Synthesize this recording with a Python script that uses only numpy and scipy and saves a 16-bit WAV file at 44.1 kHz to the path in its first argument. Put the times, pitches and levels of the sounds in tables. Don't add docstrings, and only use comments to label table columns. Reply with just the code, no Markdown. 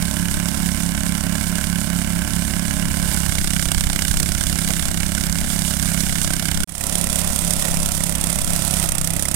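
import sys
import numpy as np
from scipy import signal
from scipy.fft import rfft, irfft
from scipy.io import wavfile
from scipy.ndimage import uniform_filter1d

SR = 44100
rng = np.random.default_rng(int(sys.argv[2]) if len(sys.argv) > 2 else 0)


def master(y):
    cut = np.clip(np.atleast_2d(y).T, -1, 1)
    pcm = np.round(cut * 32767)
    wavfile.write(sys.argv[1], SR, pcm.astype(np.int16))


def elevation(decibels):
    levels = np.asarray(decibels, float)
    return 10 ** (levels / 20)


N = 412335
CHANGE_S = 6.66
MOVES_OFF_S = 3.28


def curves(rows):
    s, *columns = np.transpose(rows)
    return [np.interp(np.arange(N) / SR, s, c) for c in columns]


def across(rows):
    hz, *columns = np.transpose(rows)
    bins_hz = np.arange(N // 2 + 1) * SR / N
    return [np.interp(np.log(bins_hz + 1), np.log(hz), c) for c in columns]


def colour(x, *views):
    shaped = [irfft(rfft(x) * elevation(across(rows)[0]), N) for rows in views]
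    shaped = [v / np.std(v) * np.std(x) for v in shaped]
    return np.where(np.arange(N) < CHANGE_S * SR, shaped[0], shaped[-1])


def walk(rate):
    hold = int(SR / rate)
    held = np.repeat(rng.standard_normal(N // hold + 1), hold)
    return 1.45 * uniform_filter1d(uniform_filter1d(held, hold), hold)[:N]


def follow(rule):
    # t/s, throttle opening/0-1, grass feeding under the deck/0-1
    load = [(0, 0.07, 0.56), (2.9, 0.11, 0.51), (3.15, 0.5, 1), (3.4, 1, 0.56), (4.3, 0.86, 0.38),
            (4.6, 0.67, 0.76), (4.9, .7, 0.34), (5.3, .35, 0.58), (5.85, 0.35, 0.92), (6.15, 0.82, 0.85),
            (6.4, 0.86, 0.28), (7.0, 0.39, 0.58), (7.5, 0.5, 0.82), (8.0, 0.58, 0.39), (8.5, 0.48, 0.5),
            (8.75, 0.46, 0.92), (8.95, 0.78, 0), (9.35, 0.62, -.3)]
    throttle, grass = curves(load)
    t = np.arange(N) / SR
    moving = np.clip((t - MOVES_OFF_S) / 0.36 + .5, 0, 1)
    far_db = rule[0] + moving * (rule[1] - rule[0])
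    return np.where(t < CHANGE_S, far_db, rule[2]) + rule[3] * throttle + rule[4] * grass


def crank():
    # t/s, firing rate f/Hz
    speed = [(0.0, 34.622), (2.987, 34.636), (3.354, 33.114), (3.837, 32.739), (4.173, 33.621),
             (4.896, 33.632), (5.016, 33.983), (5.378, 34.106), (6.302, 33.252), (6.697, 33.859),
             (6.716, 34.431), (7.305, 34.478), (7.738, 33.805), (7.886, 34.062), (8.681, 34.247),
             (8.933, 32.063), (9.091, 33.018), (9.35, 33.954)]
    return .095 + np.cumsum(curves(speed)[0]) / SR


def burst(turns, at, rise, fall, scatter_db, late):
    cycle = np.floor(turns - at + .3).astype(int)
    chance = rng.standard_normal((cycle.max() + 9, 2))[cycle + 2]
    u = np.maximum(turns - at - cycle + late * chance[:, 0], 0)
    return elevation(scatter_db * chance[:, 1]) * (1 - np.exp(-(u / rise) ** 2)) * np.exp(-u / fall)


def exhaust(turns):
    # multiple of the firing rate, level/dB
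    orders = [(1, -7), (2, -2.5), (3, -7), (4, -6), (5, 0.5), (6, -2.5), (7, -9.5), (8, -11.5), (9, -15.5),
              (10, -20.5), (11, -26.5)]
    exhaust_rule = (-21.5, -23, -23.5, 0.5, 1.5)
    dull_rule = (.6, 1.52, -0.093, -2.33, 0.22)
    chamber_rule = (4, -1.5, -2.5, 8.5, -8)
    dull_db, chamber_db = follow(dull_rule), follow(chamber_rule)
    out = 0
    for k, db in orders:
        back = np.angle(1 - .8 * np.exp(-2j * np.pi * k * .27))
        shift_db = 3 * dull_db * np.exp(-((k - 7) / 1.6) ** 2)
        shift_db = shift_db + chamber_db * np.exp(-((k - 9.6) / 1.2) ** 2)
        wobble_db = .8 * walk(12) + .07 * k * walk(20)
        out = out + elevation(db + shift_db + wobble_db) * np.cos(2 * np.pi * k * turns + 2.1 + back)
    rms = np.sqrt(np.sum(elevation(np.array(orders)[:, 1]) ** 2) / 2)
    return elevation(follow(exhaust_rule)) * out / rms


def spit(turns, views, fall, tail_db, tail_name_fall=0.14):
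    puff = burst(turns, -.12, 0.053, fall, 1.1, 0.013)
    tail = burst(turns, -0.059, 0.04, tail_name_fall, 3.55, 0.045)
    ragged = elevation(1.6 * walk(1200))
    return colour(ragged * (puff + elevation(tail_db) * tail) * rng.standard_normal(N), *views)


def spits(turns, body_db):
    # f/Hz, density level/dB
    gas_spectra = [
        [(2800, -16), (3400, 1), (4200, -3), (5200, 0), (6500, -0.5), (7700, 2), (8800, 4.5), (10000, -2), (11500, -4.5), (13500, -8), (15500, -17)],
        [(2800, -8.5), (3400, 0), (4200, -6), (5200, -1.5), (6500, 0.5), (7700, 3), (8800, 8), (10000, 5.5), (11500, -2.5), (13500, -3.5), (15500, -10)],
    ]
    # f/Hz, density level/dB
    body_spectra = [
        [(250, 0), (430, -15), (600, -21.5), (800, -6), (1000, -13.5), (1250, -9.5), (1550, 3), (1900, -5), (2250, 0), (2600, -7.5), (2950, 0.5), (3400, -14), (4200, -20.5)],
        [(250, 11), (430, -24), (600, -3), (800, -3), (1000, -14), (1250, -1.5), (1550, -15), (1900, 5), (2250, 0), (2600, 0.5), (2950, -17), (3400, -17), (4200, -15.5)],
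    ]
    gas_rule = (-21.5, -20, -16, 5.5, -1.5)
    hiss = elevation(follow(gas_rule) + 12) * spit(turns, gas_spectra, 0.059, -12.0)
    return hiss + elevation(body_db + 11) * spit(turns, body_spectra, 0.062, -11)


def knocks(turns, body_db, deck_db):
    # f/Hz, bandwidth/Hz, level/dB
    casing = [(626, 56, 3), (693, 52, -0.5), (1138, 91, -2), (1384, 104, 2), (2100, 150, -4)]
    blows = burst(turns, -0.0742, 0.0034, 0.005, 3.2, 0.0041)
    blows = blows - elevation(-3.0) * burst(turns, .19, 0.0028, 0.0039, 0.72, 0.0038)
    out = 0
    for hz, bandwidth, db in casing:
        out = out + elevation(db) * signal.lfilter(*signal.iirpeak(hz, hz / bandwidth, SR), blows)
    out = signal.sosfilt(signal.butter(4, 510, "high", fs=SR, output="sos"), out)
    return elevation(0.55 * deck_db + 0.42 * body_db - 10.0) * out / np.std(out)


def gears(turns, strain):
    # multiple of the firing rate, far level/dB, near level/dB
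    teeth = [(14, -97, -48), (15.81, -60, -43.5), (17.9, -51, -43), (20, -57, -43.5), (20.85, -62.5, -47.5),
             (25.82, -48.5, -61), (29, -56, -45), (30, -46.5, -48), (38.85, -49.5, -45.5),
             (44.3, -43, -49.5), (48.3, -44.5, -68)]
    gear_rule = (5, -1, 3, -2.5, 2.5)
    out, near = 0, np.arange(N) > CHANGE_S * SR
    for k, far_db, near_db in teeth:
        shake = .03 * max(k - 21, 3) * strain * walk(30)
        tone = np.cos(2 * np.pi * (k * turns + shake + rng.random()))
        out = out + elevation(np.where(near, near_db, far_db) - 1 + walk(5)) * tone
    return elevation(follow(gear_rule)) * out * (1 + 0.39 * np.cos(2 * np.pi * turns))


def flail_rotor(turns):
    # t/s, f/Hz
    beat = [(0, 4.65), (3.27, 4.65), (3.5, 1.75), (4.65, 1.75), (4.8, 3.33), (5.95, 3.33), (6.05, 1.44),
            (6.88, 1.44), (6.92, 4.55), (7.8, 3.3), (8.4, 4.4), (9.35, 2.6)]
    rotor_rule = (-27, -30.5, -28, -11.5, -0.5)
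    octave_rule = (-52, -44, -45.5, 3, 0)
    gained = .33 + np.cumsum(curves(beat)[0]) / SR
    phase = 2 * np.pi * (5 * turns + gained)
    flails = np.sqrt(2) * elevation(follow(rotor_rule) + .8 * walk(10)) * np.cos(phase)
    return flails + elevation(follow(octave_rule)) * np.cos(2 * phase)


def shredding(turns, views, tick_db):
    ticks = burst(turns, .6, .006, 0.018, 4.0, 0.022)
    ticks = ticks + 0.93 * burst(turns, .65, 0.0069, 0.043, 2.2, 0.011)
    patchy = elevation(1.26 * walk(600) + 1.2 * walk(90) + 0.91 * walk(20))
    return colour((patchy + elevation(tick_db) * ticks) * rng.standard_normal(N), *views)


def cutting(turns, deck_db):
    # f/Hz, density level/dB
    stalks = [(2800, -27), (3400, -11), (4200, -14.5), (5200, -11), (6500, -11), (7700, -7), (8800, -3.5),
              (10000, -7.5), (11500, -12.5), (13500, -13), (15500, -25)]
    # f/Hz, density level/dB
    deck_spectra = [
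        [(250, -3), (430, -15.5), (600, -11), (800, -11), (1000, -13), (1250, -16.5), (1550, -9), (1900, -13.5), (2250, -9), (2600, -17), (2950, -9), (3400, -29.5), (4200, -23.5)],
        [(250, -4), (430, -15), (600, -6.5), (800, -9.5), (1000, -12.5), (1250, -14.5), (1550, -15), (1900, -13.5), (2250, -14.5), (2600, -11.5), (2950, -14), (3400, -22), (4200, -63)],
    ]
    shred_rule = (-29.5, -29, -27.5, 1.5, 8.5)
    crisp = elevation(follow(shred_rule) - 3.0) * shredding(turns, [stalks], 3.1)
    return crisp + elevation(deck_db + 0.5) * shredding(turns, deck_spectra, 4.0)


def clods():
    # t/s, peak level/dB, f/Hz, decay/s
    thrown = [
        (3.124, -33, 700, 0.023),
        (4.202, -28.5, 380, 0.023),
        (4.687, -27, 646, 0.021),
        (7.65, -29, 610, 0.033),
        (8.839, -24, 677, 0.011),
    ]
    out, t = np.zeros(N), np.arange(8000) / SR
    for s, peak_db, hz, length in thrown:
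        noise = rng.standard_normal(len(t))
        rustle = signal.lfilter(*signal.iirpeak(hz, 2.5, SR), noise)
        rustle = rustle * (1 - np.exp(-t / 0.0081)) * np.exp(-t / length)
        tick = elevation(-5) * noise * np.exp(-t / 0.0024)
        out[int(s * SR):int(s * SR) + len(t)] += elevation(peak_db + 22.5) * (rustle + tick)
    return out


def covered_port(tones, flails, noise):
    # f/Hz, level/dB, coherence/0-1
    cover = [(30, -22, 1), (70, -8.5, 0.8), (170, -15, 1), (400, -22, 0.5), (900, -22, 0.8),
             (1640, -23.5, 1), (2060, -12.5, 0.76), (2670, -13, 0.9), (2750, -52, 0.4), (3460, -16, 1),
             (4400, -40.5, .6), (7300, -117, .5), (9500, -85, .6), (12000, -135, .4)]
    # f/Hz, phase/rad
    lag = [(30, -1), (900, -.85), (1800, -.4), (2200, -1.5), (2600, -2.9), (4500, -3.4), (7500, -6.2),
           (12000, -11.4)]
    db, like = across(cover)
    like = np.clip(like, 0, 1)
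    stray = np.roll(noise, 4 * SR // 34)
    facing = 0.22 * flails * (np.arange(N) > MOVES_OFF_S * SR)
    leak = rfft(tones + facing) + like * rfft(noise) + np.sqrt(1 - like ** 2) * rfft(stray)
    return irfft(leak * elevation(db) * np.exp(1j * across(lag)[0]), N)


def breeze():
    # covered port level/dB, open port level/dB
    calm_levels = [
        (-38, -34),
        (-33.5, -43),
    ]
    # t/s, length/s, covered port swell/dB, open port swell/dB
    gusts = [(.34, .1, 8, -2), (1.2, .12, 4, 1), (2.1, .15, 9, -2), (2.8, 0.29, 5, 2), (3.9, 1, 10, 8),
             (4.9, 0.91, 7, 1), (5.3, 0.36, 3, 3.5), (6.25, 0.31, 11.5, 4.5), (6.598, 0.051, 29, 1),
             (7.4, .35, 7, 4), (8.4, 0.35, 5, 15), (9.0, 0.18, 6.5, -5)]
    t = np.arange(N) / SR
    calm = np.array(calm_levels)[..., None]
    out = np.where(t < CHANGE_S, calm[0], calm[1]) + 0.65 * np.array([walk(6.4), walk(4.68)])
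    for s, length, *swell_db in gusts:
        out = out + np.array(swell_db)[:, None] * np.exp(-((t - s) / length) ** 2)
    return out


def wind():
    # f/Hz, density level/dB
    rumble = [
        [(8, 2.5), (20, 16.5), (45, -28), (90, -31), (200, -15), (400, -33.5), (900, -42), (1500, -112)],
        [(8, -10), (25, -11.5), (50, -1), (90, -8), (200, -13.5), (340, -40), (450, -54), (800, -80)],
    ]
    # t/s, peak level/dB, f/Hz
    slaps = [(3.28, -13, 60.6), (3.349, -31, 59.7), (3.659, -17, 60), (3.761, -13, 60), (3.855, -13, 60.4),
             (4.099, -13, 60), (4.2, -27, 60), (4.3, -15, 61.5), (4.348, -19, 60), (4.999, -22, 60),
             (5.298, -19, 60)]
    buffets = elevation([1.8 * walk(14), 1.8 * walk(14)])
    out = np.array([colour(b * rng.standard_normal(N), rows) for b, rows in zip(buffets, rumble)])
    out = out * elevation(breeze() + 1.5)
    for s, peak_db, hz in slaps:
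        u = np.arange(4000) / SR * hz
        slap = np.exp(-((u - .7) / 0.32) ** 2) * np.sin(2 * np.pi * u)
        out[1, int(s * SR):int(s * SR) + len(u)] -= elevation(peak_db + 5.5) * slap
    return out


def scene():
    body_rule = (-24.5, -24, -27.5, 5, -1.5)
    deck_rule = (-33, -33, -32, -2, 3)
    turns = crank()
    body_db, deck_db = follow(body_rule), follow(deck_rule)
    strain = np.clip((body_db - deck_db - 9) / 5, .1, 1)
    flails = flail_rotor(turns)
    tones = exhaust(turns) + flails + gears(turns, strain)
    tones = tones + clods() + knocks(turns, body_db, deck_db)
    puffs = spits(turns, body_db)
    steady = cutting(turns, deck_db)
    left = covered_port(tones, flails, puffs + elevation(-8.5) * steady)
    return np.array([left, tones + puffs + steady]) + wind()


def scene_change():
    gap_start_s, gap_end_s, fade_s = 6.643, 6.675, 0.12
    t = np.arange(N) / SR
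    fade_db = -12.5 * np.exp(-(np.maximum(t - gap_end_s, 0) / fade_s) ** 2)
    db = np.where(t < gap_start_s, 0, np.where(t < gap_end_s, -73, fade_db))
    return uniform_filter1d(elevation(db + 0.56), size=150)


def roll_off(x):
    return signal.sosfilt(signal.butter(12, 16190, fs=SR, output="sos"), x)


def record(dry):
    soft = np.tanh(1.3 * dry) / 1.3
    soft = signal.sosfilt(signal.ellip(10, .3, 70, 16000, fs=SR, output="sos"), soft)
    return roll_off(soft * scene_change())


dry = scene()
out = record(dry)
master(out)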